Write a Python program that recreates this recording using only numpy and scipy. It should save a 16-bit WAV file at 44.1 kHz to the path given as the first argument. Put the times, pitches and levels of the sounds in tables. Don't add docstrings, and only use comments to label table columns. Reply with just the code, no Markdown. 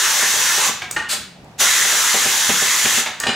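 import sys
import numpy as np
from scipy import signal
from scipy.fft import rfft, irfft, next_fast_len
from scipy.io import wavfile
from scipy.ndimage import uniform_filter1d

SR = 44100
rng = np.random.default_rng(int(sys.argv[2]) if len(sys.argv) > 2 else 0)


def int16_out(signal):
    q = np.round(np.clip(np.atleast_2d(signal).T, -1, 1) * 32767)
    wavfile.write(sys.argv[1], SR, q.astype(np.int16))


N = 147735
LEAD_IN = 30000
TOTAL = N + LEAD_IN
TIME_S = (np.arange(TOTAL) - LEAD_IN) / SR


# time_s, level_db, roar_offset_db
JET_OPENINGS = [
    [(0.0, -19.5, 0.5), (0.674, -19.5, 1.5), (0.68, -18.5, 0)],
    [(1.6, -21.5, 1.5), (1.614, -16, 2.5), (1.662, -17.5, 1), (2.538, -20, 0), (2.984, -19, 0.5),
     (3.0, -19.5, 4)],
]
# time_s, level_db
PUFF_ENVELOPE = [(1.086, -47), (1.093, -29), (1.101, -26.5), (1.115, -23.5), (1.135, -23.5), (1.15, -29)]
# freq_hz, density_db
HISS_SPECTRUM = [(1300, -22), (2200, -11.5), (2900, -5.5), (3800, -2.5), (4970, -6), (5550, -2.5),
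                 (5950, 1), (6500, 0), (7200, 0.5), (7600, -3.5), (8800, -8), (10000, -7), (11000, -9),
                 (12000, -10), (13500, -13.5), (15650, -15.5), (15800, -60)]
# freq_hz, density_db
ROAR_SPECTRUM = [(150, -37), (250, -20.5), (410, -15), (560, -11.5), (700, -12), (880, -7), (1010, -4.5),
                 (1400, -2), (1750, 0), (1900, 0), (2100, 1), (2300, -6.5), (2600, -5.5), (3400, -9.5),
                 (5700, -60)]
# freq_hz, density_db
PUFF_SPECTRUM = [(240, -53), (400, -24), (560, -11), (800, -15), (1280, -3.5), (1480, 0), (1980, -5),
                 (2370, -2.5), (3500, -1.5), (4400, 1), (4900, 0), (5400, -3.5), (7300, -0.5), (8700, -1),
                 (9500, -5.5), (15600, -14.5), (15800, -58)]

def exhaust(open_s=0.027, shut_db_per_s=500):
    def flow(time_s, level_db):
        shut_db = shut_db_per_s * np.maximum(TIME_S - time_s[-1], 0)
        return amp(np.interp(TIME_S, time_s, level_db) - shut_db)

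    hiss, roar = np.zeros((2, TOTAL))
    for opening, rows in enumerate(JET_OPENINGS):
        time_s, level_db, roar_offset_db = np.transpose(rows)
        rise = np.clip(1 + (TIME_S - time_s[0]) / open_s, 0, 1) ** 3 if opening else 1
        level = rise * flow(time_s, level_db)
        hiss += level
        roar += level * amp(np.interp(TIME_S, time_s, roar_offset_db))
    time_s, level_db = np.transpose(PUFF_ENVELOPE)
    puff = (TIME_S > time_s[0]) * flow(time_s, level_db)
    jet = hiss * stereo_noise(HISS_SPECTRUM, flicker_db=1)
    jet += amp(-6.5) * roar * stereo_noise(ROAR_SPECTRUM, flicker_db=2.5)
    jet += puff * stereo_noise(PUFF_SPECTRUM, flicker_db=0)
    return amp(-3.5) * jet + amp(-7) * reverb(jet)


# start_s, level_db, rattle_db, focus_hz
RAM_THUDS = [(0.223, -25.5, -11, 530), (0.329, -32.5, -8, 471), (0.572, -27.5, -8, 544),
             (0.659, -29.5, -8, 584), (0.687, -25.5, -5, 216), (1.127, -33, -8, 600), (1.6, -30, 1, 483),
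             (1.846, -25.5, -3, 600), (1.919, -29, -3, 390), (2.14, -15, 2.5, 402),
             (2.252, -23.5, -13, 230), (2.492, -13.5, 1, 233), (2.615, -24, -12, 323),
             (2.849, -11, 4.5, 247), (2.974, -21, -6, 245), (3.26, -24, -16, 550), (3.285, -19.5, -7, 224)]
# pitch_hz, level_db, t60_s
FRAME_MODES = [(95, -10, 0.055), (140, -3.5, 0.066), (184.8, -18.5, 0.29), (228.6, 3.5, 0.053),
               (321, -3, 0.049), (392, -1.5, 0.075), (470.4, -3.5, 0.088), (601, 4, 0.047),
               (786, 0.5, 0.13)]

def ram(out):
    rattle = [(100, -25), (600, -6), (1500, 0), (3300, 0), (4500, -18), (16000, -60)]  # freq_hz, density_db
    for start_s, level_db, rattle_db, focus_hz in RAM_THUDS:
        body = ring(FRAME_MODES, focus_hz, wander=0.15, db_per_octave=5)
        body += burst(rattle, rattle_db, t60_s=0.081)
        add_blow(out, body, start_s, level_db, attack_s=0.008, wet_db=-6)


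# start_s, level_db, low_knock_db
VALVE_CLICKS = [(0.9111, -15.5, 9.5), (1.4445, -51, -2), (1.5144, -61, -2), (3.2005, -15, 6)]
# pitch_hz, level_db, t60_s
VALVE_MODES = [(4300, -14, .12), (4900, 4, .012), (5720, -8, .02), (6800, 3, .015), (6850, -20, .1),
               (7930, -3, .02), (8500, -16, .04), (10700, -5, .01), (13900, 4, .008), (15000, 3, .006)]

def valve(out):
    for start_s, level_db, low_db in VALVE_CLICKS:
        crack = [(300, low_db - 20), (1300, low_db), (3000, -8), (5000, -3.5), (14000, 0), (16500, -1.5)]
        body = ring(VALVE_MODES, focus_hz=8000, wander=0.5) + burst(crack, level_db=2, t60_s=0.0085)
        add_blow(out, body, start_s, level_db, attack_s=0.001, wet_db=-2)


# start_s, level_db, focus_hz
TREADLE_KNOCKS = [(.8186, -20.5, 1900), (.84, -31, 800), (3.0611, -17.5, 2300), (3.068, -19, 2300),
                  (3.085, -25.5, 1200)]
# pitch_hz, level_db, t60_s
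STOP_MODES = [(737, 2.5, 0.12), (1030, 0.5, 0.02), (1624, 1, 0.034), (2240, 2.5, 0.029), (2450, -13, 0.029),
              (3590, 7, 0.027), (6420, 4, .015)]

def treadle(out):
    dull = [(300, -10), (800, -1), (2500, 0.5), (6000, -11.5), (16000, -35)]
    for start_s, level_db, focus_hz in TREADLE_KNOCKS:
        body = ring(STOP_MODES, focus_hz, wander=0.22) + burst(dull, level_db=-2, t60_s=0.096)
        add_blow(out, body, start_s, level_db, attack_s=0.001, wet_db=-3.5)


# start_s, level_db, focus_hz
LINKAGE_CLANKS = [(0.9631, -17.5, 1800), (.968, -19.5, 1460), (.98, -33, 900), (1.003, -32.5, 1450),
                  (1.02, -32, 1600), (3.205, -22, 1800), (3.2344, -16, 1820), (3.2672, -13.5, 2800),
                  (3.28, -20, 3400), (3.291, -19.5, 3100), (3.303, -22.5, 2800), (3.328, -24, 2800)]
# pitch_hz, level_db, t60_s
LINKAGE_MODES = [(860, -2, 0.064), (1187, -8, 0.078), (1434, -3.5, 0.042), (1610, -8, 0.056),
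                 (1823, 2, 0.03), (1855, -15, 0.019), (2420, -11.5, 0.067), (2860, -6, 0.042),
                 (3130, -10, 0.023), (3590, -10, 0.024), (4030, -6.5, 0.064), (4880, -1, 0.039),
                 (7040, 4, 0.033), (8550, 0, .03)]

def linkage(out):
    sharp = [(300, -4), (1000, 0), (3000, -2.5), (9000, -14), (16000, -55)]
    for start_s, level_db, focus_hz in LINKAGE_CLANKS:
        body = ring(LINKAGE_MODES, focus_hz, wander=0.22) + burst(sharp, level_db=-9, t60_s=0.059)
        add_blow(out, body, start_s, level_db, attack_s=0.002, wet_db=0)


# time_s, pitch_hz, level_db
HUM_GLIDE = [(1.15, 205, -65), (1.22, 189.6, -52), (1.36, 176, -54), (1.42, 170.6, -60), (1.5, 154, -53),
             (1.56, 150, -59), (1.6, 152, -75)]
# freq_hz, density_db
MIC_SPECTRUM = [(120, -29), (200, 3), (263, -7), (517, -2), (588, -7), (2000, -6), (5870, -15),
                (15700, -31)]
# freq_hz, density_db
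RUMBLE_SPECTRUM = [(15, -38), (25, -12), (159, -4.5), (213, -8.5), (489, -18.5), (567, -18), (814, -15.5),
                   (1030, -24), (1820, -33), (2620, -39), (4000, -42), (5200, -59), (8800, -120)]

def background():
    time_s, pitch_hz, level_db = np.transpose(HUM_GLIDE)
    phase = 2 * np.pi * np.cumsum(np.interp(TIME_S, time_s, pitch_hz)) / SR
    drift = 0.0286 * np.cumsum(rng.standard_normal(TOTAL))
    hum = amp(np.interp(TIME_S, time_s, level_db)) * np.sin(phase + drift)
    hiss = amp(-59) * coloured_noise(MIC_SPECTRUM, (2, TOTAL))
    rumble = amp(-52.5) * stereo_noise(RUMBLE_SPECTRUM, flicker_db=2.5)
    return rumble + hum + hiss


# freq_hz, t60_s
ROOM_DECAY = [(200, 0.29), (1000, 0.48), (3000, 0.53), (7000, 0.37), (12000, 0.29), (16000, 0.33)]

def reverb(x):
    hz, t, bins = signal.stft(rng.standard_normal((2, LEAD_IN)), SR, nperseg=256)
    decay = amp(-60 * t / curve(ROOM_DECAY, hz)[:, None])
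    tail = spread(signal.istft(bins * decay, SR, nperseg=256)[1], np.ones_like)
    tail = np.pad(tail, ((0, 0), (350, 0))) / np.linalg.norm(tail[0])
    return signal.fftconvolve(x, tail, axes=1)[:, :x.shape[1]]


# freq_hz, side_over_mid_db
STEREO_WIDTH = [(60, -20), (92, -21), (140, -19), (210, -38), (330, -20), (500, -22.5), (770, -16.5),
                (1170, -21), (1790, -19), (2740, -9.5), (4190, -8), (6410, -11.5), (9810, -4),
                (15000, -2.5)]

def spread(pair, colour):
    def response(hz):
        angle = np.arctan(amp(curve(STEREO_WIDTH, hz)))
        return colour(hz) * [np.cos(angle), np.sin(angle)]

    mid, side = filtered(pair, response)
    return np.array([mid + side, mid - side])


BLOW_TIME_S = np.arange(SR // 4) / SR

def ring(modes, focus_hz, wander, db_per_octave=13):
    hz, level_db, t60_s = np.transpose(modes)[..., None]
    steps = rng.standard_normal((len(modes), len(BLOW_TIME_S)))
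    drift = wander * np.sqrt(hz / SR) * np.cumsum(steps, axis=1)
    focus_loss_db = db_per_octave * np.abs(np.log2(hz / focus_hz))
    scatter_db = rng.normal(0, 1.5, hz.shape)
    gains = amp(level_db - focus_loss_db + scatter_db - 60 * BLOW_TIME_S / t60_s)
    return np.sum(gains * np.sin(2 * np.pi * hz * BLOW_TIME_S + drift), axis=0)


def burst(spectrum, level_db, t60_s):
    return amp(level_db - 60 * BLOW_TIME_S / t60_s) * coloured_noise(spectrum, len(BLOW_TIME_S))


def add_blow(out, body, start_s, level_db, attack_s, wet_db):
    hit = body * (1 - np.exp(-BLOW_TIME_S / attack_s))
    hit = amp(level_db) * hit / np.abs(hit).max()
    hit = np.tile(np.pad(hit, (0, SR // 2)), (2, 1))
    start = round(start_s * SR) + LEAD_IN
    span = out[:, start:start + hit.shape[1]]
    span += (hit + amp(wet_db) * reverb(hit))[:, :span.shape[1]]


def stereo_noise(spectrum, flicker_db):
    bins = signal.stft(rng.standard_normal((2, TOTAL)), nperseg=512)[2]
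    patches = uniform_filter1d(rng.standard_normal(bins.shape[1:]), 6, axis=0)
    patches = unit_rms(uniform_filter1d(patches, 14, axis=1))
    pair = signal.istft(bins * amp(flicker_db * patches), nperseg=512)[1][:, :TOTAL]
    return unit_rms(spread(pair, lambda hz: amp(curve(spectrum, hz))))


def coloured_noise(spectrum, shape):
    return unit_rms(filtered(rng.standard_normal(shape), lambda hz: amp(curve(spectrum, hz))))


def filtered(x, response):
    size = next_fast_len(x.shape[-1] + 8192)
    gain = response(np.fft.rfftfreq(size, 1 / SR))
    return irfft(rfft(x, size) * gain, size)[..., :x.shape[-1]]


def curve(points, hz):
    freq_hz, values = np.transpose(points)
    return np.interp(np.log(hz + 1), np.log(freq_hz + 1), values)


def unit_rms(x):
    return x / np.sqrt(np.mean(x ** 2) + 1e-20)


def amp(db):
    return 10 ** (np.asarray(db) / 20)


def scene():
    mix = exhaust()
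    for source in (ram, valve, treadle, linkage):
        source(mix)
    return (mix + background())[:, LEAD_IN:]


def record(dry, follow_s=0.072, knee_db=-31, slope=0.33, boost_db=8, low_cut_hz=42.7, top_hz=16500):
    pole = np.exp(-1 / (follow_s * SR))
    power = np.mean(dry ** 2, axis=0)
    recent = signal.lfilter([1 - pole], [1, -pole], power, zi=[pole * power[:SR // 10].mean()])[0]
    gain_db = boost_db - slope * np.maximum(10 * np.log10(recent + 1e-12) - knee_db, 0)
    return filtered(dry * amp(gain_db), lambda hz: (hz < top_hz) * hz ** 2 / (hz ** 2 + low_cut_hz ** 2))


dry = scene()
out = record(dry)
int16_out(out)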